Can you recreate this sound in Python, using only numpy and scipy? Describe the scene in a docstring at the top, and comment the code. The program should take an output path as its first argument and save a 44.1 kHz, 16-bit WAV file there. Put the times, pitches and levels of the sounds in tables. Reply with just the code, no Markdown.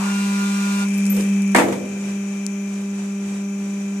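"""A small workshop with a hydraulic paper-plate press. The vane pump hums and whines at harmonics
of its shaft rate. The valve opens with a soft knock, oil sings through it while the ram descends,
and it shuts with a chirp. The dies crush the paper with crackles and a thin stick-slip squeak.
The press bottoms out in a rattling clunk that rings the frame's modes and drags the motor down;
the pump runs on more quietly, and one sharp tick follows."""
import sys
import numpy as np
from scipy import signal
from scipy.fft import irfft
from scipy.io import wavfile

SR = 44100
rng = np.random.default_rng(int(sys.argv[2]) if len(sys.argv) > 2 else 0)


def store_pcm(level_fs):
    """Save levels as 16-bit WAV."""
    pcm = np.round(np.clip(level_fs, -1, 1) * 32767).astype(np.int16)
    wavfile.write(sys.argv[1], SR, np.atleast_2d(pcm).T)


N = 176400
T = np.arange(N) / SR
VANES = 8  # pump pulses per turn of the shaft
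COHERENT_BELOW_HZ = 500

def from_db(db):
    """Amplitude grows tenfold for every 20 dB."""
    return 10 ** (np.asarray(db) / 20)

def unit_rms(x):
    """Normalisation to unit mean power."""
    return x / np.sqrt(np.mean(x ** 2) + 1e-20)

def curve(rows):
    """Linear interpolation between (time_s, value) points."""
    return np.interp(T, *np.transpose(rows))

def pan(db):
    """Interaural level difference: a positive balance favours the left ear."""
    return from_db(np.array([[.5], [-.5]]) * db)

def drift(rate, axis=T):
    """Random modulation: Gaussian values joined by lines, `rate` of them per unit of the axis."""
    knots = rng.standard_normal(4096)
    return np.interp(axis * rate, np.arange(len(knots)), knots)

def band(x, low_hz, high_hz):
    """Butterworth band-pass filtering."""
    edges_hz = [low_hz, min(high_hz, SR / 2 - 1000)]
    return signal.sosfilt(signal.butter(2, edges_hz, "band", fs=SR, output="sos"), x + 1e-18)

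def stereo_noise(hz, size=N):
    """Interaural coherence: the ears receive alike noise in the bass, unrelated noise in the treble."""
    coherence = 1 / (1 + (hz / COHERENT_BELOW_HZ) ** 2)
    common = np.sqrt(coherence) * rng.standard_normal(size)
    return common + np.sqrt(1 - coherence) * rng.standard_normal((2, size))

def shaped_noise(spectrum, ripple_db=2, ripple_spacing_hz=44.83):
    """Spectral shaping: noise of unit rms, coloured by narrow resonances of the steelwork."""
    hz = np.maximum(np.fft.rfftfreq(N, 1 / SR), 1)
    points_hz, density_db, balance_db = np.transpose(spectrum)
    white = stereo_noise(hz, len(hz)) + 1j * stereo_noise(hz, len(hz))
    ripple = ripple_db * drift(1 / ripple_spacing_hz, hz) * np.minimum(hz / 2500, 1)
    gain = from_db(np.interp(np.log(hz), np.log(points_hz), density_db) + ripple)
    sides = pan(np.interp(np.log(hz), np.log(points_hz), balance_db))
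    bass_rolloff = np.minimum(hz / points_hz[0], 1)
    return unit_rms(irfft(white * gain * sides * bass_rolloff, N))

def impulses(times_s, levels_db):
    """Impulsive excitation: one sample per event."""
    out = np.zeros(N)
    out[(np.asarray(times_s) * SR).astype(int)] = from_db(levels_db)
    return out

def harmonics(angle, rows, waver_db, waver_per_s, lead_rad):
    """Wavering shaft harmonics, each multiple rounded to a whole number; the left ear leads in phase."""
    out = 0
    for multiple, db, balance_db in rows:
        amplitude = np.sqrt(2) * from_db(db + waver_db * drift(waver_per_s)) * pan(balance_db)
        lead = np.array([[lead_rad], [0]]) * min(multiple / VANES / 4, 1)
        out = out + amplitude * np.sin(np.round(multiple) * angle + rng.uniform(0, 2 * np.pi) + lead)
    return out

# Spectrum of the room: frequency_hz, relative_density_db, balance_db
ROOM_SPECTRUM = [(30, -22, 0), (62, -14, 0), (100, -2, 0), (240, 0, 0), (500, -2, 1), (900, -7, 0),
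                 (1500, -8, -1), (2300, -8, 0), (4200, -16, 0), (6500, -13, 0), (7900, -9, -3),
                 (9500, -18, 0), (12000, -28, 10), (15000, -42, 10)]
def workshop():
    """Ambient noise: a broadband rumble and hiss whose level wavers slightly."""
    return from_db(-43 + 1.8 * drift(11)) * shaped_noise(ROOM_SPECTRUM)

# Vane-passing frequency, sagging at the clunk: time_s, pitch_hz
VANE_RATE = [(0, 198.95), (.9, 199), (1.4, 198.7), (1.53, 197.7), (1.65, 194), (1.73, 194.5), (1.86, 199),
             (2.2, 199.2), (4, 199.27)]
def shaft_angle():
    """Phase is the integral of frequency: the shaft's angle in radians as the motor slows under load."""
    vane_hz = curve(VANE_RATE) * (1 + 0.00043 * drift(25.4))
    return 2 * np.pi * np.cumsum(vane_hz) / VANES / SR

# Envelope of the hum's fundamental: time_s, level_db
HUM_ENVELOPE = [(0, -21.5), (.2, -20), (.92, -20), (1.1, -16.8), (1.17, -17.3), (1.24, -19.5), (1.33, -17),
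                (1.53, -18.5), (1.6, -26.5), (1.8, -30), (2.08, -24.3), (2.4, -25.5), (4, -24.7)]
# Other partials of the hum: shaft_multiple, level_db, balance_db
HUM_PARTIALS = [(4, -66.5, -3), (12.06, -55, -1), (16.09, -41.5, -1), (24, -53.5, 9.5), (32.2, -64, -21),
                (40.2, -59.5, -2), (48, -66.5, -24), (55.32, -63.5, 14), (62.8, -62.5, -5), (75, -82, -6)]
def pump_hum(angle):
    """Periodic forcing: one pressure pulse per vane sets the fundamental."""
    fundamental = np.sqrt(2) * from_db(curve(HUM_ENVELOPE) + 0.18 * drift(59)) * np.sin(VANES * angle)
    return fundamental + harmonics(angle, HUM_PARTIALS, waver_db=0.76, waver_per_s=13, lead_rad=0.49)

# Envelope of the whine and hiss: time_s, gain_db
WHINE_ENVELOPE = [(0, 8.5), (1.0, 9.5), (1.5, 8), (1.62, 3), (1.8, 1.5), (2.05, 3), (2.55, 3), (2.85, -1.5),
                  (4, 0)]
# Partials of the pump casing: shaft_multiple
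CASING_MULTIPLES = [90, 94, 96, 97, 102, 104, 127, 261, 281]
# Strength of each of those partials: relative_level_db
CASING_LEVELS = [-62.5, -64, -52, -63.5, -63, -57, -67.5, -64.5, -68]
# Spectrum of the pump's hiss: frequency_hz, relative_density_db, balance_db
HISS_SPECTRUM = [(1110, -5, -2), (1960, -3.5, 9), (2420, 1, 8), (3170, -8.5, 6), (4700, -29, 0),
                 (7300, -13.5, 14), (9200, -16, 5), (11400, -36, 43), (14300, -35, -2.5)]
# Spectrum of its high fizz: frequency_hz, relative_density_db, balance_db
FIZZ_SPECTRUM = [(3550, -38, 3.4), (5120, -22, 9.9), (5770, -6.5, 35), (5920, 3, 18), (6160, -6.5, 19),
                 (6300, -0.5, 25), (6720, -6.5, 14), (6945, 5, 27), (7080, -15, 6.5), (9100, -26, 9.3),
                 (12300, -25.5, 40), (13000, -51.5, 9.9)]
def pump_whine(angle):
    """Forced vibration: the casing sounds high harmonics while the rotation modulates hiss and fizz."""
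    envelope_db = curve(WHINE_ENVELOPE)
    partials = [(multiple, db, 11) for multiple, db in zip(CASING_MULTIPLES, CASING_LEVELS)]  # leftward
    casing = harmonics(angle, partials, waver_db=1.05, waver_per_s=9.3, lead_rad=1.0)
    pulsing = 1 + .33 * np.cos(VANES * angle) + .1 * np.cos(angle)
    hiss = from_db(-50) * shaped_noise(HISS_SPECTRUM) * pulsing
    flutter = 1 + 0.12 * np.cos(2 * angle) + 0.14 * np.cos(7 * angle)
    fizz = from_db(-46.5 + 0.41 * envelope_db) * shaped_noise(FIZZ_SPECTRUM) * flutter
    return from_db(envelope_db) * (casing + hiss) + fizz

# Knock of the opening valve: peak_s, width_s, low_hz, high_hz, level_db
VALVE_KNOCK = (.033, 0.09, 780, 1450, -32)
def valve_knock():
    """A band-limited transient: the valve opens with a soft, dull burst of noise that quickly fades."""
    peak_s, width_s, low_hz, high_hz, db = VALVE_KNOCK
    envelope = from_db(db) * np.exp(-((T - peak_s) / width_s) ** 2)
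    return envelope * unit_rms(band(stereo_noise(low_hz), low_hz, high_hz))

# Spectrum of the rushing oil: frequency_hz, relative_density_db, balance_db
OIL_SPECTRUM = [(100, -8, 0), (300, -2, 3), (795, -8.5, 23), (1600, 1.5, 4), (2170, -2, 7),
                (3140, -1, -1.5), (4950, 0, 0), (6040, -2.5, 13), (8100, 2, -4), (10300, -8.5, 7),
                (13000, -13.5, 8), (15500, -20, -5)]
# Tones of the oil in the valve: shaft_multiple, level_db, balance_db
OIL_PARTIALS = [(32, -49, -3), (40.05, -40, -5), (48, -47.5, -13), (56.54, -38, -9), (64.6, -49, 0),
                (81.5, -50, 0), (111.7, -45.5, 5.5), (144, -50.5, 4), (160.4, -53, 4), (225, -50, 2)]
# Brief whistle early in the stroke: shaft_multiple, level_db, balance_db
OIL_WHISTLE = [(112, -38.5, 4)]
def valve_flow(angle, opens_s=0.0067, shuts_s=0.826, fade_s=0.046, whistle_s=.18, whistle_width_s=0.12):
    """Flow noise: oil rushes and sings in time with the pump while the ram descends."""
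    opening = np.clip((T - opens_s) / fade_s, 0, 1)
    flowing = np.clip(1 - (T - shuts_s) / fade_s, 0, 1)
    rush = from_db(-34.5) * shaped_noise(OIL_SPECTRUM) * (1 + 0.089 * np.cos(VANES * angle))
    singing = harmonics(angle, OIL_PARTIALS, waver_db=2.7, waver_per_s=21.8, lead_rad=1.64)
    whistle = harmonics(angle, OIL_WHISTLE, waver_db=1.5, waver_per_s=33.4, lead_rad=.7)
    swell = np.exp(-((T - whistle_s) / whistle_width_s) ** 2)
    return flowing * (rush + opening * singing + swell * whistle)

# Spectrum of the crushed paper: frequency_hz, relative_density_db, balance_db
CRUNCH_SPECTRUM = [(40, -15, 0), (200, 0, 0), (330, 1.5, 0), (510, 3, 0), (650, -10.5, 0), (1500, -15, 0),
                   (2800, -13.5, 0.48), (4600, -22.5, 0.22), (8100, -14, 0.64), (10900, -22, 1),
                   (15000, -28, 2)]
# Single snaps of the paper: start_s, relative_level_db
PAPER_SNAPS = [(.8855, -21), (1.0543, -17), (1.066, -16.5), (1.167, -18.5), (1.2095, -16.5),
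               (1.4203, -21.5), (1.478, -24), (1.519, -23)]
def paper(crunch_s=1.19, crunch_width_s=0.061, crackle_s=0.92, crackle_width_s=0.33, peak_per_s=300):
    """Buckling: sheets fold between the dies with Poisson crackle, a few snaps and a swelling crunch."""
    swell = np.exp(-abs(T - crunch_s) / crunch_width_s)
    crunch = from_db(-27.5 + 2.8 * drift(130)) * swell * shaped_noise(CRUNCH_SPECTRUM)
    crackles_per_s = peak_per_s * np.exp(-((T - crackle_s) / crackle_width_s) ** 2)
    buckles = rng.random(N) < crackles_per_s / SR
    strengths = from_db(-33.5 + 2.3 * np.minimum(rng.exponential(1, N), 3))
    cracks = buckles * strengths + impulses(*np.transpose(PAPER_SNAPS))
    t = T[:SR // 10]
    decay = np.exp(-t / 0.0011) + 0.14 * np.exp(-t / 0.045)
    response = band(rng.standard_normal((2, len(t))), 5700, 10300) * decay
    return crunch + signal.fftconvolve(cracks[None], response)[:, :N] * pan(2.9)

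def stick_slip(rows, waver_hz, waver_per_s):
    """Friction-driven oscillation: short tones, unsteady in pitch and level."""
    out = 0
    for start_s, length_s, hz, db in rows:
        swell = np.sqrt(np.sin(np.pi * np.clip((T - start_s) / length_s, 0, 1)).clip(0))
        amplitude = from_db(db + 2.2 * drift(waver_per_s)) * swell
        pitch_hz = hz + waver_hz * drift(waver_per_s)
        out = out + amplitude * np.sin(2 * np.pi * np.cumsum(pitch_hz) / SR)
    return out

# Chirps of the closing valve: start_s, length_s, pitch_hz, level_db
VALVE_CHIRPS = [(.818, .024, 800, -42), (.836, .038, 1005, -40)]
def valve_chirps():
    """Stick-slip friction: the valve chirps twice as it shuts."""
    return stick_slip(VALVE_CHIRPS, waver_hz=22, waver_per_s=260)

# Squeaks of the die: start_s, length_s, pitch_hz, level_db
DIE_SQUEAKS = [(.974, .014, 12000, -41), (1.097, .016, 12160, -26.5), (1.112, 0.022, 12000, -28.5),
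               (1.13, .05, 12020, -41.5)]
def die_squeaks():
    """Stick-slip friction: the sliding die squeaks thinly on the left."""
    return stick_slip(DIE_SQUEAKS, waver_hz=110, waver_per_s=450) * pan(15)

def ring_envelope(blows, hz, t60_s, crack, crack_s, build_cycles=0.81):
    """Incoherent addition: each blow builds up, cracks and decays, and their energies sum."""
    t = T[:SR]
    build_up = 1 - np.exp(-t * hz / build_cycles)
    one_blow = from_db(-60 * t / t60_s) * build_up * (1 + crack * np.exp(-t / crack_s))
    energy = np.zeros(N)
    for start_s, db in blows:
        energy[int(start_s * SR):][:SR] += (from_db(db) * one_blow) ** 2
    return np.sqrt(energy)

def dense_modes(blows, rows, crack, crack_s, edge_ratio=1.243):
    """Modal overlap: modes too close to tell apart ring as bands of decaying noise."""
    out = 0
    for hz, db, t60_s in rows:
        noise = unit_rms(band(stereo_noise(hz), hz / edge_ratio, hz * edge_ratio))
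        out = out + from_db(db) * noise * ring_envelope(blows, hz, t60_s, crack, crack_s)
    return out

# Noise bands of the first contact: low_hz, high_hz, level_db, t60_s
CLANK_BANDS = [(1720, 2160, -12, 0.086), (700, 1300, -18, 0.046)]
def clank(start_s, rise_s=.0006):
    """Hard impact: steel meets steel in a brief, quickly damped crack."""
    age_s = np.maximum(T - start_s, 0)
    out = 0
    for low_hz, high_hz, db, t60_s in CLANK_BANDS:
        noise = band(band(stereo_noise(low_hz / 2), low_hz, high_hz), low_hz, high_hz)
        out = out + from_db(db - 60 * age_s / t60_s) * unit_rms(noise)
    return out * np.minimum(age_s / rise_s, 1) * pan(2.5)

# Blows as the press bottoms out: start_s, frame_gain_db, die_gain_db
PRESS_BLOWS = [(1.5473, 0, -0.5), (1.561, -4.5, 0.5), (1.569, -7, -13), (1.584, -2.5, -4), (1.597, -8, -10),
               (1.61, -15, -23), (1.684, -18.5, -15), (1.724, -19, -13)]
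# Distinct modes of the frame: pitch_hz, relative_level_db, t60_s
FRAME_MODES = [(246, 0.5, 0.75), (287, -8.5, 1), (329, -1.5, 0.82), (384.5, -9, 0.47), (437, -15, .8),
               (492.6, -3, 0.84), (569.5, -5, 0.73), (705, -11.5, 0.81), (745, -2.5, 0.42),
               (891, -2.5, 0.27), (955, -1.5, 0.26), (1165, -11, .34), (1750, -8, 0.32)]
# Dense modes of the frame: centre_hz, level_db, t60_s
FRAME_BANDS = [(121, -41, 2.2), (190, -30.5, .8), (306, -23.5, 1), (503, -23, 0.78), (783, -18.5, 0.37),
               (1160, -21.5, .28), (1890, -17.5, .25)]
# Dense modes of the steel dies: centre_hz, level_db, t60_s
DIE_BANDS = [(3100, -29.5, 0.29), (4630, -34.5, 0.3), (7570, -24.5, 0.25), (11500, -37.5, 0.4)]
def clunk(bass_cut_hz=96):
    """Damped free vibration: a quick run of blows rings the heavy frame and rattles the dies."""
    on_frame = [(start_s, db) for start_s, db, _ in PRESS_BLOWS]
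    on_dies = [(start_s, db) for start_s, _, db in PRESS_BLOWS]
    frame = 0
    for hz, db, t60_s in FRAME_MODES:
        envelope = from_db(db - 22) * ring_envelope(on_frame, hz, t60_s, crack=0.57, crack_s=0.016)
        ear_phases = rng.normal(0, 1, (2, 1)) * min(hz / COHERENT_BELOW_HZ, 2)
        frame = frame + envelope * np.sin(2 * np.pi * hz * T + ear_phases)
    frame += dense_modes(on_frame, FRAME_BANDS, crack=0.99, crack_s=0.0057) * pan(.4)
    contact = clank(start_s=PRESS_BLOWS[0][0])
    dies = dense_modes(on_dies, DIE_BANDS, crack=0.66, crack_s=.003) * pan(2.5)
    high_pass = signal.butter(2, bass_cut_hz, "high", fs=SR, output="sos")
    return signal.sosfilt(high_pass, contact + frame + dies)

def tick(start_s=2.4655):
    """A band-limited impulse: one dry, bright tick close by on the left."""
    click = band(impulses([start_s], levels_db=[-2]), 5000, 8900)
    return band(click, 2500, 12500) * pan(24)

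def scene():
    """Superposition: the sources add, with pump and oil locked to the same shaft."""
    angle = shaft_angle()
    hydraulics = pump_hum(angle) + pump_whine(angle) + valve_flow(angle)
    stroke = paper() + die_squeaks() + valve_chirps() + clunk()
    return hydraulics + stroke + tick() + workshop() + valve_knock()

def record(dry, ceiling=.9, stopband_hz=16200):
    """Soft saturation rounds the peaks; a steep low-pass removes the highest treble."""
    rounded = dry / (1 + (dry / ceiling) ** 4) ** (1 / 4)
    return signal.sosfilt(signal.cheby2(14, 70, stopband_hz, fs=SR, output="sos"), rounded)

dry = scene()
out = record(dry)
store_pcm(out)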